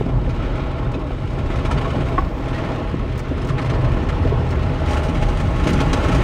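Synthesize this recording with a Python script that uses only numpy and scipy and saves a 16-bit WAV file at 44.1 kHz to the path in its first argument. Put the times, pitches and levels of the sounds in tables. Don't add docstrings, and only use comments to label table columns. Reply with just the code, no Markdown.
import sys
import numpy as np
from scipy import signal
from scipy.fft import rfft, irfft, next_fast_len
from scipy.io import wavfile
from scipy.ndimage import uniform_filter1d, map_coordinates

SR = 44100
rng = np.random.default_rng(int(sys.argv[2]) if len(sys.argv) > 2 else 0)


def transcribe(u):
    v = np.clip(np.atleast_2d(u).T, -1, 1)
    q = np.round(v * 32767).astype(np.int16)
    wavfile.write(sys.argv[1], SR, q)


def gain_from_decibels(decibels):
    exponent = np.asarray(decibels, float) / 20
    return 10 ** exponent


N = 274743

# t/s, level/dB
MACHINE_LOAD = [(0.0, -19), (0.36, -18), (0.68, -23), (1.61, -18.5), (2.31, -22), (2.83, -22.5),
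                (3.24, -21.5), (3.61, -20), (3.71, -14.5), (3.82, -19), (4.46, -18.5), (4.89, -18.5),
                (6.23, -17)]
# t/s, peak level/dB
LURCHES = [(.17, -20.5), (.31, -26.5), (.48, -21), (.68, -23.5), (.88, -23), (1.15, -26.5), (1.5, -24.5),
           (1.77, -23.5), (2.06, -28), (2.22, -20), (2.46, -25), (2.85, -25.5), (3.05, -25), (3.45, -25),
           (3.7, -25), (3.92, -19.5), (4.13, -23.5), (4.34, -23), (4.53, -29), (5.27, -16.5), (5.33, -25),
           (5.64, -19.5), (5.88, -19.5), (6.0, -27), (6.16, -20)]
# t/s, peak level/dB
LENGTH_SURGES = [(.28, -32), (.7, -29), (1.21, -27), (1.68, -23), (1.82, -25), (2.06, -32), (2.6, -26),
                 (2.95, -28), (3.33, -26), (3.9, -26), (4.23, -14), (4.44, -21), (4.65, -16), (4.86, -17.5),
                 (5.0, -23), (5.15, -21), (5.27, -30), (5.45, -17.5), (5.71, -21), (6.0, -21)]
WIDTH_SURGES = [(.17, -21.5), (.54, -28), (.88, -23.5), (1.21, -28), (1.43, -22.5), (1.77, -26),
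                (2.01, -19.5), (2.22, -29), (2.58, -21), (2.75, -32), (3.15, -31), (3.52, -22), (3.73, -20),
                (3.87, -17), (4.01, -31), (4.23, -34), (4.34, -18), (4.72, -27.5), (5.45, -26), (5.83, -24),
                (6.11, -26), (6.23, -19)]
HEIGHT_SURGES = [(0, -28), (.3, -31.5), (.6, -35), (.95, -36), (1.75, -28), (2.01, -26), (2.25, -30.5),
                 (2.67, -28.5), (2.95, -29), (3.5, -25), (3.7, -33), (4.0, -28.5), (4.2, -30.5), (4.4, -28),
                 (4.65, -22), (5.15, -23.5), (5.45, -24), (5.71, -20), (5.88, -22.5), (6.14, -20.5)]
# f/Hz, level/dB
SHAKE_COLOUR = [(11, -40.5), (18, -18.5), (38, 8), (65, 1), (84, -52), (140, -120)]
LENGTH_COLOUR = [(45, -41.5), (58, 3.5), (75, 9.5), (95, 10.5), (115, -31), (300, -140)]
WIDTH_COLOUR = [(80, -34), (95, 9.5), (125, 19.5), (150, 5), (180, -25), (450, -140)]
HEIGHT_COLOUR = [(125, -37), (150, 8.5), (185, -3.5), (225, -3), (270, -35.5), (600, -140)]
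SHAKE_DB, LENGTH_DB, WIDTH_DB, HEIGHT_DB = -6, -8, -6.5, -12
SURGE_DB_PER_S, UNREST_DB = 106, 1

# t/s, pressure level/dB, wetness level/dB
CLOTH = [(0, -38.5, -18), (.1, -45.5, -15), (.45, -38, -19.5), (.81, -40, -19), (.94, -42.5, -19),
         (1.3, -41.5, -15.5), (1.66, -38, -16.5), (1.91, -36, -16), (2.31, -41.5, -16), (2.64, -34.5, -19),
         (2.98, -40.5, -19), (3.3, -39.5, -19), (3.7, -37, -18), (4.53, -37, -19), (4.89, -34.5, -17.5),
         (5.36, -36.5, -14), (5.69, -32.5, -15), (6.23, -30.5, -15.5)]
# t/s, level/dB
CLOTH_WEIGHT = [(0.0, -37.5), (0.73, -34), (1.16, -39.5), (1.35, -36.5), (1.63, -34), (1.89, -31.5),
                (2.24, -35.5), (2.39, -35), (2.69, -31), (3.0, -37), (3.31, -37.5), (3.5, -35.5),
                (3.7, -32), (4.68, -32.5), (4.82, -31), (5.6, -32), (5.86, -27.5), (6.23, -27.5)]
# f/Hz, level/dB
PANEL_COLOUR = [(130, -30.5), (220, -6.5), (268, -0.5), (330, -5), (411, -5.5), (487, -7.5), (540, -9),
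                (588, -7), (748, -14.5), (836, -9), (903, -15), (1030, -13.5), (1120, -12.5), (1240, -23),
                (1700, -30), (2210, -41), (3740, -120)]
DRAG_COLOUR = [(790, -22.5), (1350, 2.5), (1580, -5), (1940, -3.5), (2120, -4.5), (2910, -7.5),
               (3640, -12.5), (5000, -23.5), (6500, -31.5), (11000, -120)]
SPRAY_COLOUR = [(2470, -11.5), (4200, -2.5), (5520, -2.5), (6490, -4), (7440, -7), (8560, -8.5),
                (9150, -9.5), (11300, -24), (14700, -52), (22000, -120)]
MIST_COLOUR = [(8500, -44.5), (10300, -7.5), (11500, -1), (13900, 5), (15100, 3), (15750, 2), (15900, -61)]
DRUM_DB, DRUM_GROWS, MIST_DB, MIST_GROWS = -27, 0.55, -72, .8
DRUM_FEELS_LOAD, SLAP_DRUM_DB = 0.15, 2.5
GLASS_HZ = 500

# f/Hz, width/Hz, level/dB
ROOF_WAY = [(1370, 91, 1.5), (1730, 110, -0.5), (2350, 88, 2.5), (2720, 110, -1), (2970, 70, 1.5),
            (3860, 90, 3), (4600, 60, 4.5), (4850, 90, -4), (5150, 130, 3.5), (5600, 200, -1.5),
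            (6400, 100, 0), (7370, 90, -2), (7780, 110, 2), (9500, 150, -3)]
REAR_WAY = [(1860, 52, 2.5), (3000, 90, 0), (3700, 90, -2), (3880, 70, 1.5), (4340, 70, 2.5),
            (4830, 80, -1), (5100, 120, 2), (6060, 70, 1), (7620, 100, 2), (8150, 120, 0), (8870, 90, 1)]
DOORS_WAY = [(265, 20, 2), (600, 30, 2.5), (700, 30, -1.5), (840, 30, 2.5), (974, 54, -3), (1100, 63, 0.5),
             (2950, 70, 0.5), (3700, 70, -4), (3850, 80, 3), (5500, 150, -1.5), (5840, 70, 2),
             (6280, 90, 1), (6660, 80, 2), (6950, 100, -1), (8270, 110, 2), (8600, 120, 0), (8860, 70, 1)]
LEAVES_ROOF_S, REACHES_DOORS_S, CHANGE_S = 2.25, 4.83, 0.22

# t/s, peak level/dB, f/Hz, time to fall 60 dB/s
THUMPS = [(0.011, 0, 440, 0.02), (0.061, -13.5, 253, 0.082), (0.094, -12, 405, 0.033),
          (0.952, -18, 282, 0.3), (0.988, -33, 280, 0.05), (1.019, -11, 323, 0.038),
          (1.107, -9.5, 740, 0.019), (1.86, -21, 326, 0.034), (1.931, -27, 310, 0.029),
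          (2.008, -9.5, 347, 0.046), (2.1865, -2, 338, 0.026), (2.615, -16, 335, 0.059),
          (2.942, -3, 280, 0.03), (3.313, -12.5, 286, 0.058), (4.178, -15.5, 292, 0.1),
          (4.2515, -6, 270, 0.045), (4.324, -9, 420, 0.04), (5.102, -11, 299, 0.034),
          (5.287, -16, 310, 0.072), (5.661, -13, 316, 0.086), (5.693, -16, 380, 0.038),
          (5.714, -3, 274, 0.036)]
# t/s, peak level/dB, body level/dB
STRIPS = [(.0892, -44, 13.5), (.2937, -36, 4), (.3606, -45, -6), (.4234, -38, 9), (.5536, -38, 10),
          (.5955, -45, 18.5), (.058, -47, 12), (.6998, -46, 4), (.9931, -44, 6), (1.4591, -41, 6),
          (0.9406, -37.5, 8.5), (1.1059, -48.5, 18.5), (1.3875, -36.5, 10), (1.5569, -31, 4),
          (1.5873, -39.5, 15), (1.651, -27, 5.5), (1.712, -23, 4), (1.7754, -32.5, 12), (1.812, -34, 10),
          (1.8452, -38.5, 15), (2.0043, -35, 12.5), (2.0597, -38, 4), (2.1555, -45, 10), (2.1819, -38, 6),
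          (2.369, -47, -1), (2.4844, -35, 7), (2.5316, -37, 12), (2.5805, -37, 9), (2.7182, -45, 4)]
# t/s, peak level/dB, body level/dB
WHIPS = [(3.3787, -40.5, 11), (3.49, -28, 6.5), (3.5827, -32.5, 13), (3.6167, -32.5, 6.5), (3.6586, -34, 9),
         (3.698, -30.5, 10.5), (3.7354, -38, 12), (3.848, -37, 12), (3.816, -39, 4), (3.885, -39, 4),
         (3.9175, -49, 0), (4.089, -28.5, 8), (4.0038, -47, 9), (4.2433, -48, 6), (4.62, -46, 16),
         (5.0843, -31.5, 8.5), (5.149, -30.5, 6.5), (5.223, -26, 6), (5.257, -39, 3), (5.286, -29, 5),
         (5.401, -26, 4), (5.5972, -40, 18), (5.79, -33, 12), (5.804, -20, 5), (5.8594, -40, 11),
         (5.9718, -32, 2), (6.0836, -26.5, 7), (6.1195, -26.5, 6), (6.148, -21.5, 4.5), (6.137, -30, 0)]
# t/s, peak level/dB, body level/dB
SCRUBS = [
    (1.5013, -34, 11),
    (4.888, -28, 4),
    (4.908, -25, 3.5),
    (4.934, -24, 2),
    (4.972, -27.5, 7),
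    (5.034, -27.5, 3),
    (6.0387, -26, 6),
]
# t/s, peak level/dB, body level/dB, fizz level/dB
SPLASHES = [(.9163, -34.5, 2, -23), (1.63, -44, 0, -20), (2.0857, -38, 5, -14), (3.1772, -30, -14, -12),
            (3.1917, -27, -15, -19), (3.4171, -34, 0, -28), (3.4471, -32, 0, -28), (3.4714, -33, -8, -14),
            (3.483, -34, -6, -16), (5.037, -33, -6, -20), (5.287, -34, -4, -24), (4.4894, -36, -6, -31),
            (4.5063, -29, -20, -18), (4.8589, -37, -4, -27), (5.0494, -37, 3, -27), (5.3722, -28, 6, -30),
            (5.5348, -45, 0, -28), (5.671, -20, 5.5, -28), (5.676, -19.5, -2, -25), (5.690, -22.5, 6, -30),
            (5.702, -24.5, -5, -15), (5.7314, -18.5, -10, -31), (5.9308, -15.5, 1.5, -28),
            (5.936, -19, 1, -30)]
STRIP_FIZZ_DB, STRIP_S, STRIP_RISE_S = -30, 0.021, .005
WHIP_FIZZ_DB, WHIP_S, WHIP_RISE_S = -24, 0.02, 0.0071
SCRUB_FIZZ_DB, SCRUB_S, SCRUB_RISE_S = -24, 0.044, .008
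SPLASH_S, SPLASH_RISE_S = 0.0065, .0025

# t/s, peak level/dB, f/Hz, time to fall 60
# dB/s
TAPS = [(.063, -17.5, 610, 0.034), (.114, -24, 800, 0.023), (.273, -17, 525, .03), (0.825, -20, 370, .04),
        (0.98, -18, 390, 0.044), (1.545, -22, 1310, .04), (1.655, -28, 2250, 0.074), (1.719, -21, 940, .06),
        (1.853, -22, 1110, 0.077), (1.983, -14.5, 403, .04), (2.008, -19, 650, .03), (2.122, -21, 471, .04),
        (2.473, -19, 604, 0.05), (2.539, -25, 477, .05), (2.548, -28.5, 1910, .15), (2.782, -18, 385, .05),
        (3.161, -24, 400, .05), (3.347, -20, 470, .04), (3.502, -20.5, 1160, 0.06),
        (3.597, -23.5, 1166, 0.092), (3.709, -21.5, 1200, 0.06), (4.022, -15, 364, 0.055),
        (4.2525, -10, 480, .04), (4.262, -16, 640, .03), (.094, -21, 635, .025), (.943, -34, 3600, .04),
        (4.3218, -8, 400, 0.035), (4.569, -15.5, 383, 0.053), (5.6775, -33, 6450, .012),
        (5.695, -26, 2900, .025), (5.9312, -24, 3400, .012), (5.934, -23, 3900, .035),
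        (5.937, -28, 2600, .03), (5.936, -36, 9000, .015), (1.711, -31, 2980, .06), (1.9, -30, 3000, .06),
        (1.845, -32, 2980, .05), (1.815, -24, 790, .05), (1.61, -25, 1150, .07), (2.8635, -26, 1200, .015),
        (2.942, -21, 1120, .02), (4.267, -17, 650, .025), (2.644, -22, 820, .03), (.067, -25, 1300, .02),
        (6.095, -22, 1860, 0.054), (5.222, -24, 2200, 0.037), (5.152, -24, 2200, 0.035),
        (.94, -29, 2550, .06), (6.15, -21, 1200, 0.029),
        (3.699, -37, 6100, .04), (3.735, -38, 5100, .03), (3.738, -36, 4300, .04),
          (3.418, -38, 5200, .025), (3.448, -42, 7600, .025), (3.495, -35, 4100, .03),
          (3.615, -39, 5100, .025), (4.89, -37, 5700, .05), (5.085, -37, 5700, .04),
          (5.034, -43, 9200, .025), (.943, -35, 3950, .04), (.85, -36, 3600, .04), (.297, -33, 2450, .04),
          (.6, -33, 2400, .08), (.4, -27, 1300, .09), (.615, -26, 1150, .06), (.865, -29, 1450, .04),
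          (5.81, -21, 830, .06), (5.865, -22, 840, .06), (5.87, -24, 1110, .05), (5.93, -22, 840, .07),
          (6.025, -18, 600, .08), (5.8, -16, 265, .07), (5.96, -19, 270, .1), (5.9315, -27, 3900, .02),
          (5.938, -27, 3300, .025), (5.934, -31, 5000, .015), (2.008, -22, 900, .02),
          (.0625, -20, 750, .02), (.0935, -20, 800, .018), (5.226, -28, 2700, .03), (5.375, -31, 2400, .03),
          (1.78, -33, 4600, .04), (1.66, -33, 3850, .05), (1.655, -33, 3000, .04), (1.935, -32, 2950, .06),
          (5.65, -20, 650, .06), (6.04, -24, 1090, .06)]
# t/s, level/dB
JET = [
    (2.08, -98),
    (2.17, -71),
    (2.38, -70),
    (2.48, -90),
]
# f/Hz, level/dB
JET_COLOUR = [(12900, -60), (13700, -6), (14300, 0), (14900, -8), (15500, -60)]
# t/s, level/dB
HARD_KNOCK = [
    (2.1796, -5),
    (2.1824, -11),
    (2.1852, -10),
    (2.1965, -21),
    (2.221, -23),
]
# f/Hz, level/dB, time to fall 60 dB/s
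TRIM = [(310, -9, 0.02), (776, -12, 0.07), (877, -12, 0.06), (1007, -14, .04), (1118, 0, 0.034),
        (1460, -9, 0.02), (1954, -11, 0.024), (2300, -19, 0.025), (2570, -24, .02), (3050, -27, 0.025)]


def unit(x):
    return x / np.sqrt(np.mean(x ** 2) + 1e-20)


def curves(rows):
    s, *columns = np.transpose(rows)
    return [np.interp(np.arange(N) / SR, s, column) for column in columns]


def wobble(rate):
    return map_coordinates(rng.standard_normal(int(N * rate / SR) + 4), [np.arange(N) * rate / SR])


def smooth(x, size):
    return np.abs(uniform_filter1d(uniform_filter1d(x, size), size))


def rush(colour, patchy_db):
    z = signal.stft(rng.standard_normal(N), nperseg=512)[2]
    patches = uniform_filter1d(rng.standard_normal(z.shape), size=5, axis=0)
    patches = uniform_filter1d(patches, size=8, axis=1)
    x = signal.istft(z * gain_from_decibels(patchy_db * unit(patches)), nperseg=512)[1][:N]
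    m = next_fast_len(N + 8192)
    hz, db = np.transpose(colour)
    gain = gain_from_decibels(np.interp(np.log(np.fft.rfftfreq(m, 1 / SR) + 1), np.log(hz + 1), db))
    return unit(irfft(rfft(x, m) * gain, m)[:N])


def patter(rate, t60, spread_db):
    chance, size = rng.random((2, N))
    hits = (chance < rate / SR) * gain_from_decibels(-2 * spread_db * np.log(size + .03))
    power = smooth(signal.lfilter([1], [1, -gain_from_decibels(-120 / (t60 * SR))], hits), 130)
    return power / power.mean()


def even(x, seconds):
    return x / np.sqrt(smooth(x ** 2, round(seconds * SR)) + 0.05)


def ring(hz, t60, attack):
    t = np.arange(SR // 4) / SR
    return gain_from_decibels(-60 * t / t60) * (1 - np.exp(-t / attack)) * np.sin(2 * np.pi * hz * t)


def surging(steady_db, surges):
    s, db = np.transpose(surges)
    t = np.arange(0, N + 64, 64) / SR
    swell = gain_from_decibels(2 * (db[:, None] - SURGE_DB_PER_S * np.abs(t - s[:, None]))).sum(axis=0)
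    steady = gain_from_decibels(2.144 * (curves(MACHINE_LOAD)[0] + steady_db + UNREST_DB * wobble(4.7)))
    return np.sqrt(steady + np.interp(np.arange(N) / SR, t, swell))


def air_note(hz, colour, tone):
    phase = 2 * np.pi * np.cumsum(hz * (1 + .07 * wobble(8))) / SR
    rumble = even(rush(colour, patchy_db=0.0), 0.063)
    return unit(np.sqrt(2 * tone) * np.sin(phase) + np.sqrt(1 - tone) * rumble)


def boom():
    shake = unit(even(rush(SHAKE_COLOUR, patchy_db=-5.5), 0.056))
    height = unit(even(rush(HEIGHT_COLOUR, patchy_db=-1.0), 0.066))
    return (surging(SHAKE_DB, LURCHES) * shake
            + surging(LENGTH_DB, LENGTH_SURGES) * air_note(75, LENGTH_COLOUR, tone=.42)
            + surging(WIDTH_DB, WIDTH_SURGES) * air_note(128, WIDTH_COLOUR, tone=.2)
            + surging(HEIGHT_DB, HEIGHT_SURGES) * height)


def way_in(x):
    hz, t = np.fft.rfftfreq(N, 1 / SR), np.arange(N) / SR

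    def through(way):
        ripple_db = sum(db * np.exp(-.5 * ((hz - centre) / width) ** 2) for centre, width, db in way)
        return irfft(rfft(x) * gain_from_decibels(ripple_db), N)

    gone = np.clip((t - LEAVES_ROOF_S) / CHANGE_S + .5, 0, 1)
    come = np.clip((t - REACHES_DOORS_S) / CHANGE_S + .5, 0, 1)
    return (1 - gone) * through(ROOF_WAY) + (gone - come) * through(REAR_WAY) + come * through(DOORS_WAY)


def wash():
    drag_db, wet_db = curves(CLOTH)
    load_db, weight_db = curves(MACHINE_LOAD)[0], curves(CLOTH_WEIGHT)[0]
    spray_db = drag_db + wet_db
    drum_db = DRUM_DB + DRUM_GROWS * (drag_db - drag_db.mean()) + DRUM_FEELS_LOAD * (load_db - load_db.mean())
    glass_db = DRUM_DB + weight_db - weight_db.mean()
    mist_db = MIST_DB + MIST_GROWS * (spray_db - spray_db.mean())
    small = patter(80, .05, spread_db=2.1)
    blows = patter(40, .08, spread_db=1.8)
    body, middle, fizz = slaps()
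    unrest_db = .5 * wobble(5)

    def grainy(db, share, grain):
        return gain_from_decibels(2 * db) * (1 - share * (1 - grain))

    def struck(db):
        return np.sqrt(grainy(db + unrest_db, .2, blows) + gain_from_decibels(2 * SLAP_DRUM_DB) * body)

    shell = rush(PANEL_COLOUR, patchy_db=.9)
    panels = signal.sosfiltfilt(signal.butter(4, GLASS_HZ, fs=SR, output='sos'), shell)
    drum = struck(drum_db) * panels + struck(glass_db) * (shell - panels)
    drag = np.sqrt(grainy(drag_db, .25, small) + body) * rush(DRAG_COLOUR, patchy_db=.9)
    spray = np.sqrt(grainy(spray_db, .4, small) + middle) * rush(SPRAY_COLOUR, patchy_db=1.1)
    mist = np.sqrt(grainy(mist_db, .3, small) + fizz) * rush(MIST_COLOUR, patchy_db=1.2)
    return way_in(drum + drag + spray) + mist


def thumps():
    out = np.zeros(N + SR)
    for s, db, hz, t60 in THUMPS:
        sound = ring(hz, t60, .0012) + .5 * ring(1.55 * hz, .6 * t60, .0012)
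        out[round(s * SR):][:len(sound)] += gain_from_decibels(db - 3) * sound
    return out[:N]


def slaps():
    power, t = np.zeros((3, N + SR)), np.arange(SR // 4) / SR
    contacts = [row + (STRIP_FIZZ_DB, STRIP_S, STRIP_RISE_S) for row in STRIPS]
    contacts += [row + (WHIP_FIZZ_DB, WHIP_S, WHIP_RISE_S) for row in WHIPS]
    contacts += [row + (SCRUB_FIZZ_DB, SCRUB_S, SCRUB_RISE_S) for row in SCRUBS]
    contacts += [row + (SPLASH_S, SPLASH_RISE_S) for row in SPLASHES]
    for s, db, body_db, fizz_db, contact_s, rise_s in contacts:
        rise = np.sin(np.pi / 2 * np.minimum(t / rise_s, 1)) ** 2
        shape = rise * gain_from_decibels(-60 * np.maximum(t - contact_s, 0) / 0.071 - 270 * t)
        levels = gain_from_decibels(db - 14.0 + np.array([body_db + 6, 0, fizz_db + 3.5]))
        start = round((s - .65 * rise_s) * SR)
        power[:, start:][:, :len(t)] += np.outer(levels, shape) ** 2
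    return power[:, :N]


def taps():
    out = np.zeros(N + SR)
    for s, db, hz, t60 in TAPS:
        sound = ring(hz, t60, .0015)
        out[round(s * SR):][:len(sound)] += gain_from_decibels(db) * sound
    return out[:N]


def nozzle():
    return gain_from_decibels(curves(JET)[0]) * rush(JET_COLOUR, patchy_db=1.5)


def hard_knock():
    out = np.zeros(N + SR)
    sound = sum(gain_from_decibels(level) * ring(hz, t60, .0008) for hz, level, t60 in TRIM)
    for s, db in HARD_KNOCK:
        out[round(s * SR):][:len(sound)] += gain_from_decibels(db) * sound
    return out[:N]


def cabin(x):
    t = np.arange(SR // 8) / SR
    tail = rng.standard_normal(len(t)) * gain_from_decibels(-60 * t / .09) * (t > .002)
    return x + gain_from_decibels(-12) * signal.fftconvolve(x, tail / np.linalg.norm(tail))[:N]


def scene():
    outside = wash() + thumps() + taps() + nozzle() + hard_knock()
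    return (boom() + gain_from_decibels(-0.74) * cabin(outside))[None]


def roll_off(x):
    return signal.sosfilt(signal.butter(12, 15880, fs=SR, output="sos"), x)


def record(dry):
    soft = dry / (1 + np.abs(dry / .75) ** 4) ** (1 / 4)
    return roll_off(soft)


dry = scene()
out = record(dry)
transcribe(out)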